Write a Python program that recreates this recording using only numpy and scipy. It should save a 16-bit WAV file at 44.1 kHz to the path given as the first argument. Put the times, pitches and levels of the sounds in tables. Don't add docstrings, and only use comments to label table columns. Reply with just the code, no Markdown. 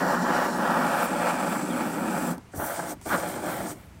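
import sys
import numpy as np
from scipy import signal
from scipy.fft import rfft, irfft, next_fast_len
from scipy.io import wavfile
from scipy.ndimage import map_coordinates

SR = 44100
rng = np.random.default_rng(int(sys.argv[2]) if len(sys.argv) > 2 else 0)


def int16_out(signal):
    q = np.round(np.clip(np.atleast_2d(signal).T, -1, 1) * 32767)
    wavfile.write(sys.argv[1], SR, q.astype(np.int16))


N = 176400


def amp(db):
    return 10 ** (np.asarray(db) / 20)


def unit(x):
    return x / np.sqrt(np.mean(x ** 2) + 1e-20)


def clock():
    return np.arange(N) / SR


def noise():
    return rng.standard_normal(N)


def wobble(rate):
    return map_coordinates(rng.standard_normal(int(N * rate / SR) + 4), [clock() * rate])


def swells(rows):
    return sum(amp(db) * np.exp(-2 * ((clock() - s) / length) ** 2) for s, length, db in rows)


def filtered(x, response):
    size = 2 * next_fast_len(N // 2 + SR // 8)
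    return irfft(rfft(x, size) * response(np.fft.rfftfreq(size, 1 / SR)), size)[:N]


def coloured(x, eq):
    def response(hz):
        eq_hz, db = np.transpose(eq)
        cepstrum = irfft(np.log(amp(np.interp(np.log(hz + 1), np.log(eq_hz), db))))
        half = len(cepstrum) // 2
        causal = np.r_[cepstrum[0], 2 * cepstrum[1:half], cepstrum[half], np.zeros(half - 1)]
        return np.exp(rfft(causal))
    return unit(filtered(x, response))


def ring(x, modes):
    def response(f):
        return sum((-1) ** k * amp(db) * 1j * f * width / (hz * hz - f * f + 1j * f * width)
                   for k, (hz, width, db) in enumerate(modes))
    return filtered(x, response)


def wandering(x, depth, rate):
    drift = depth * wobble(rate)
    return map_coordinates(x, [np.arange(N) + np.cumsum(drift - drift.mean())], mode="mirror")


def scattered(x, t60_s=.07, wet_db=-14):
    t = np.arange(SR // 8) / SR
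    tail = rng.standard_normal(len(t)) * amp(-60 * t / t60_s)
    reverb = signal.fftconvolve(x, tail / np.linalg.norm(tail))[:N]
    wet = amp(wet_db)
    return (x + wet * reverb) / np.hypot(1, wet)


def placed(x, eqs, mid_swing_s=0.74, swing_length_s=0.55, reseat_s=2.47):
    t = clock()
    swung = np.clip(.5 + (t - mid_swing_s) / swing_length_s, 0, 1)
    shares = [1 - swung, swung * (t < reseat_s), t >= reseat_s]
    return sum(share * coloured(x, eq) for share, eq in zip(shares, eqs))


def pops(per_s, scatter_db, rush):
    bursting = rng.random(N) < per_s / SR
    train = bursting * amp(scatter_db * np.clip(noise(), -2, 2))
    return unit(unit(train - train.mean()) + rush * noise())


# (time [s], sputter [dB], boom [dB], rasp [dB], hiss [dB], sizzle [dB])
FIRST_BURST = [(0.0, -25.5, -18, -36, -47, -53), (0.03, -25.5, -28.5, -46.5, -44.5, -51),
               (0.13, -22.5, -30, -41.5, -43.5, -49.5), (0.21, -28.5, -30.5, -48, -44, -54),
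               (0.32, -23.5, -30, -38, -45, -56), (0.45, -24, -33, -39.5, -42, -47),
               (0.52, -33, -32, -50.5, -42.5, -54), (0.63, -24.5, -31.5, -40, -46.5, -53),
               (0.86, -23, -29.5, -39, -45, -50), (0.97, -25, -33.5, -41, -42, -48),
               (1.05, -26, -33.5, -39.5, -42.5, -38.5), (1.07, -30, -38, -45.5, -40.5, -51),
               (1.11, -30.5, -31, -45.5, -45.5, -54), (1.3, -22.5, -35, -37.5, -42.5, -48),
               (1.33, -28.5, -33, -44.5, -45, -53), (1.54, -29.5, -31, -44, -42.5, -47),
               (1.66, -35.5, -30, -50, -44.5, -54), (1.81, -29, -28.5, -43.5, -46, -49),
               (1.89, -34, -31, -49, -45, -51), (2.06, -31.5, -29, -47.5, -47.5, -52),
               (2.17, -29.5, -32.5, -46, -43.5, -47.5), (2.31, -33, -29.5, -51, -43, -45),
               (2.35, -41, -40, -59, -54, -58), (2.37, -49, -42, -78, -67, -70),
               (2.41, -60, -50, -83, -80, -83)]
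SECOND_BURST = [(2.52, -73, -69, -67, -64, -83), (2.538, -37.5, -44, -72, -58, -74),
                (2.558, -45, -40, -61, -49.5, -48), (2.589, -41, -42, -62, -49, -43),
                (2.597, -30.5, -36, -50, -54, -43), (2.646, -32, -39, -51, -45.5, -37.5),
                (2.756, -35, -46.5, -48, -40.5, -47), (2.804, -33.5, -37, -50.5, -43, -52),
                (2.92, -38, -42, -51, -44.5, -51), (2.936, -41, -41, -63, -49, -52),
                (2.958, -59, -55, -79, -78, -83), (2.97, -65, -45, -78, -82, -82)]
THIRD_BURST = [(3.01, -68, -56, -79, -77, -72), (3.014, -65, -46, -61, -55, -65),
               (3.048, -81, -70, -69, -51.5, -64), (3.059, -33.5, -37.5, -55, -42, -50),
               (3.092, -39, -35.5, -46, -42, -42), (3.146, -30, -30, -36, -40.5, -40.5),
               (3.166, -31, -35.5, -47, -39.5, -47), (3.26, -31.5, -38.5, -47, -44, -49),
               (3.294, -35, -36.5, -46.5, -41.5, -46), (3.42, -35, -36, -52, -47, -55),
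               (3.506, -29, -37, -44.5, -44, -43.5), (3.658, -38, -35.5, -50, -43.5, -51),
               (3.684, -36, -44, -54, -40, -51), (3.72, -42.5, -35.5, -50.5, -43.5, -48),
               (3.75, -51, -42.5, -68, -59, -64), (3.814, -57, -60, -63, -67, -63),
               (4.0, -73, -71, -83, -82, -80)]


def flow(edge_s=0.0086):
    t, gains = clock(), 0
    for burst in (FIRST_BURST, SECOND_BURST, THIRD_BURST):
        s, *faders = np.transpose(burst)
        gate = np.clip(1 + np.minimum(t - s[0], s[-1] - t) / edge_s, 0, 1)
        gains = gains + gate * np.array([amp(np.interp(t, s, db)) for db in faders])
    return gains


# (frequency [Hz], width [Hz], gain [dB])
BOARD_RESONANCES = [(497.6, 37, -0.5), (567.7, 43, 2), (712, 96, -3), (840, 28.4, 3), (965, 154, -4),
                    (1168, 112, -2), (1364, 193, -4.5), (1553, 68, -2), (1689, 72, -3), (1920, 55, -6)]
# (frequency [Hz], gain [dB])
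SPUTTER_EQS = [
    [(150, -23), (400, -9), (520, -4), (900, 0), (1060, -1), (1350, -1.5), (1650, -4), (1900, -6),
     (2100, -7), (2600, -17), (6000, -38)],
    [(150, -68), (400, -3), (520, -0.5), (900, 2), (1060, -4.5), (1280, 2), (1650, -5), (1900, -6),
     (2080, -9), (2600, -11), (6000, -44)],
    [(150, -18), (380, -7), (520, -2), (640, 4), (860, 1), (1020, -5), (1350, -1.5), (1650, -5),
     (1900, -6.5), (2150, -21), (2600, -20), (6000, -47)],
]


def board_sputter(pockets, envelope, trim_db=-0.5):
    return placed(ring(pockets, BOARD_RESONANCES), SPUTTER_EQS) * envelope * amp(trim_db)


# (frequency [Hz], width [Hz], gain [dB])
HOLLOW_RESONANCES = [(175.8, 20.7, -0.5), (230.4, 46.8, -2.5), (250.7, 30, -0.5), (303, 27, -5.5),
                     (378, 85, -9.5)]
# (frequency [Hz], gain [dB])
BOOM_EQS = [
    [(40, -31), (115, -11), (165, -4), (250, 1.5), (310, -4.5), (380, 0), (450, -10), (900, -23),
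     (3000, -61)],
    [(40, -37), (115, -7.5), (165, -3), (250, 1), (320, 0.5), (380, -4), (450, -6), (900, -33), (3000, -70)],
    [(40, -12), (115, 7.5), (165, -3.5), (220, -4), (310, 2.5), (380, 0.5), (450, -3.5), (900, -26),
     (3000, -67)],
]


def hollow_boom(pockets, envelope):
    return placed(ring(pockets, HOLLOW_RESONANCES), BOOM_EQS) * envelope


# (frequency [Hz], gain [dB])
RASP_EQS = [
    [(1200, 1.5), (2150, 3.5), (2380, 2.5), (2700, -2), (3000, 4), (3350, -5.5), (3750, -6.5), (4300, -13),
     (5000, -8), (8000, -15)],
    [(1200, -28), (2060, 0.5), (2260, 4.5), (2480, 3.5), (2750, -2.5), (3000, -4), (3350, -4), (3800, -12),
     (4400, -9.5), (5000, -9.5), (8000, -23)],
    [(1200, -15), (2050, 5.5), (2290, 6.5), (2530, -3.5), (2900, -2.5), (3150, 2), (3500, -3.5),
     (4300, -6.5), (5000, -19), (8000, -20)],
]


def straw_rasp(pockets, envelope, trim_db=1.5):
    spit = placed(pockets + .5 * noise(), RASP_EQS)
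    return scattered(wandering(spit, depth=.035, rate=30)) * envelope * amp(trim_db)


# (frequency [Hz], gain [dB])
HISS_EQS = [
    [(3000, -10.5), (4400, -0.5), (4900, -3), (5550, 1.5), (6400, -4), (7450, -1), (8300, -3.5),
     (9500, -8.5), (10500, -17), (13000, -25)],
    [(3000, -9), (4500, -6.5), (5200, -4.5), (6850, -3.5), (7550, 2.5), (8300, 1.5), (8700, 1.5),
     (9450, -2), (10300, -6), (11500, -13), (14000, -32)],
    [(3000, -21), (4500, -8), (5350, -4.5), (5750, -5), (6100, -6.5), (7150, -2), (7600, -2), (8250, 2.5),
     (8600, 1.5), (9250, -1.5), (9700, -4), (10400, -10), (14000, -26)],
]
# (frequency [Hz], gain [dB])
SIZZLE_EQ = [(5000, -37), (9500, 0.5), (10700, -3.5), (11500, 1), (12200, -2.5), (13000, 5), (13600, 0.5),
             (14400, 1), (15500, 0)]


def valve_jet(hiss, sizzle, hiss_trim_db=-0.5, sizzle_trim_db=3):
    fizz = pops(per_s=7000, scatter_db=6.5, rush=0.99) * amp(0.84 * wobble(120) + 1.16 * wobble(22.34))
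    top = coloured(noise(), SIZZLE_EQ) * amp(1.2 * wobble(200) + 0.4 * wobble(28.4))
    return placed(fizz, HISS_EQS) * hiss * amp(hiss_trim_db) + top * sizzle * amp(sizzle_trim_db)


# (time [s], board delay [ms], board gain [ratio], can delay [ms], can gain [ratio])
REFLECTIONS = [(0, .68, .16, .405, .14), (.3, .69, .16, .405, .14), (.56, .755, .22, .42, .06),
               (.8, .905, .25, .68, .06), (1.04, 1.07, .14, .72, .26), (1.2, 1.14, .15, .68, .03),
               (1.5, 1.17, .1, .65, .15), (2.35, 1.21, .13, .645, .16), (2.55, 1.2, .04, .66, .33),
               (2.68, 1.2, .04, .66, .33), (2.8, 1.2, .04, .66, .08)]


def close_echoes(jet):
    def delayed(ms):
        return map_coordinates(jet, [np.arange(N) - ms * SR / 1000])
    s, *lanes = np.transpose(REFLECTIONS)
    board_ms, board_gain, can_ms, can_gain = (np.interp(clock(), s, lane) for lane in lanes)
    return jet + board_gain * delayed(board_ms) + can_gain * delayed(can_ms)


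# (frequency [Hz], gain [dB])
WIND_EQ = [(20, -23), (45, -9.5), (75, -0.5), (120, -4.5), (200, -11), (500, -51), (2000, -125)]
# (time [s], length [s], level [dB])
WIND_PUFFS = [(2.58, 0.033, -39), (2.965, 0.069, -56), (3.76, .06, -72)]


def wind(midway_db=-54, rise_db_per_s=1.7, lumps_db=2.2):
    breeze_db = midway_db + rise_db_per_s * (clock() - 2) + lumps_db * wobble(9)
    return coloured(noise(), WIND_EQ) * (amp(breeze_db) + swells(WIND_PUFFS))


# (frequency [Hz], gain [dB])
AIR_EQ = [(88, -32), (150, -7), (162, -7), (314, -12.5), (583, -16), (751, -16.5), (2230, -22.5),
          (2500, -24.5), (3620, -30.5), (8490, -33), (15500, -43)]


def open_air(level_db=-54.5):
    return amp(level_db) * coloured(noise(), AIR_EQ)


# (time [s], lower band [Hz], upper band [Hz], level on top of the hiss fader [dB])
BAND_GLIDES = [(0.35, 9500, 11500, -30), (.52, 9200, 11000, -13), (.68, 8450, 10400, -10),
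               (.85, 7550, 9500, -11), (1.0, 7700, 8900, -12.5), (1.3, 7650, 8500, -9),
               (1.5, 7600, 9400, -9), (1.9, 7850, 9450, -7), (2.3, 7600, 9250, -10),
               (2.45, 7600, 9250, -40)]


def sliding_bands(hiss, width_hz=520, flicker_db=2.5, trim_db=-1):
    s, lower_hz, upper_hz, db = np.transpose(BAND_GLIDES)
    t, out = clock(), 0
    for hz in (lower_hz, upper_hz):
        a, b = (filtered(noise(), lambda f: 1 / (1 + (2 * f / width_hz) ** 4)) for _ in range(2))
        phase = 2 * np.pi * np.cumsum(np.interp(t, s, hz)) / SR
        band = a * np.cos(phase) + b * np.sin(phase)
        out = out + unit(band * amp(flicker_db * wobble(13.3)))
    return out * amp(trim_db + np.interp(t, s, db)) * hiss


# (time [s], length [s], level [dB])
GULP_CUES = [(1.01, 0.049, -29), (1.275, 0.026, -38), (1.56, 0.015, -28.5), (2.71, 0.032, -35),
             (2.802, 0.0083, -28.5), (3.135, 0.046, -23.5)]
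# (frequency [Hz], gain [dB])
GULP_EQ = [(200, -17), (500, -1.5), (900, -0.5), (1400, 9), (1850, -1), (2300, -19), (3000, -30),
           (6000, -58)]


def gulps():
    gurgle = ring(pops(per_s=690, scatter_db=-1.5, rush=0.6), BOARD_RESONANCES)
    return coloured(gurgle, GULP_EQ) * swells(GULP_CUES)


# (time [s], length [s], start pitch [Hz], end pitch [Hz], level [dB])
SQUEAK_CUE = (1.695, .05, 3700, 3050, -46)


def foam_squeak():
    s, length, start_hz, end_hz, db = SQUEAK_CUE
    progress = np.clip((clock() - s) / length, 0, 1)
    hz = (start_hz + (end_hz - start_hz) * progress) * (1 + .04 * wobble(500))
    arch = 2 * np.sqrt(progress * (1 - progress))
    return amp(db) * arch * np.sin(2 * np.pi * np.cumsum(hz) / SR)


# (time [s], level [dB])
TICK_CUES = [(2.381, -37.5), (3.014, -42)]
# (frequency [Hz], gain [dB])
TICK_EQ = [(200, -14), (800, 4), (1300, -9), (2900, -13), (4000, -3), (4900, 1), (5800, -1), (6400, -6),
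           (9000, -8), (15000, -10)]


def trigger(snap_t60_s=0.0056, knock_hz=940, knock_t60_s=0.032, knock_db=-0.5):
    crack, out = coloured(noise(), TICK_EQ), 0
    for s, db in TICK_CUES:
        age = np.maximum(clock() - s, 0)
        snap = crack * amp(-60 * age / snap_t60_s)
        knock = amp(knock_db - 60 * age / knock_t60_s) * np.sin(2 * np.pi * knock_hz * age)
        out = out + amp(db) * (age > 0) * (snap + knock)
    return out


# (time [s], length [s], level [dB])
WHISTLE_CUES = [(2.57, 0.027, -51), (2.65, 0.088, -45), (2.905, 0.032, -40.5), (3.1, .05, -46),
                (3.21, .04, -53), (3.70, 0.032, -43)]
# (frequency [Hz], gain [dB])
WHISTLE_EQ = [(4000, -23), (5200, -17), (5750, 3), (6200, -4), (6500, 4), (7100, -4), (8200, 2), (9200, 2),
              (10000, -16), (12900, -1), (13500, 2), (14200, -10), (15500, -13)]


def valve_whistles():
    return coloured(noise(), WHISTLE_EQ) * swells(WHISTLE_CUES)


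# (time [s], pitch [Hz], level [dB])
PLOP_CUES = [(2.599, 744, -18.5), (2.640, 900, -23), (2.792, 830, -19.5), (3.061, 765, -25.5),
             (3.092, 950, -26)]


def plops(attack_s=.0006, t60_s=0.025, splat_gain=0.22):
    splat, out = coloured(noise(), GULP_EQ), 0
    for s, hz, db in PLOP_CUES:
        age = np.maximum(clock() - s, 0)
        envelope = amp(db - 60 * age / t60_s) * (1 - np.exp(-age / attack_s))
        out = out + envelope * (np.sin(2 * np.pi * hz * age) + splat_gain * splat)
    return out


def scene():
    sputter, boom, rasp, hiss, sizzle = flow()
    pockets = pops(per_s=1100, scatter_db=3.0, rush=0.68) * amp(0.21 * wobble(70))
    foam = board_sputter(pockets, sputter) + hollow_boom(pockets, boom) + straw_rasp(pockets, rasp)
    jet = valve_jet(hiss, sizzle) + valve_whistles()
    valve = scattered(close_echoes(jet) + sliding_bands(hiss))
    return (foam + valve + wind() + open_air() + gulps() + foam_squeak() + trigger() + plops())[None]


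def record(dry, top_hz=15800):
    return np.array([filtered(x, lambda hz: hz < top_hz) for x in dry])


dry = scene()
out = record(dry)
int16_out(out)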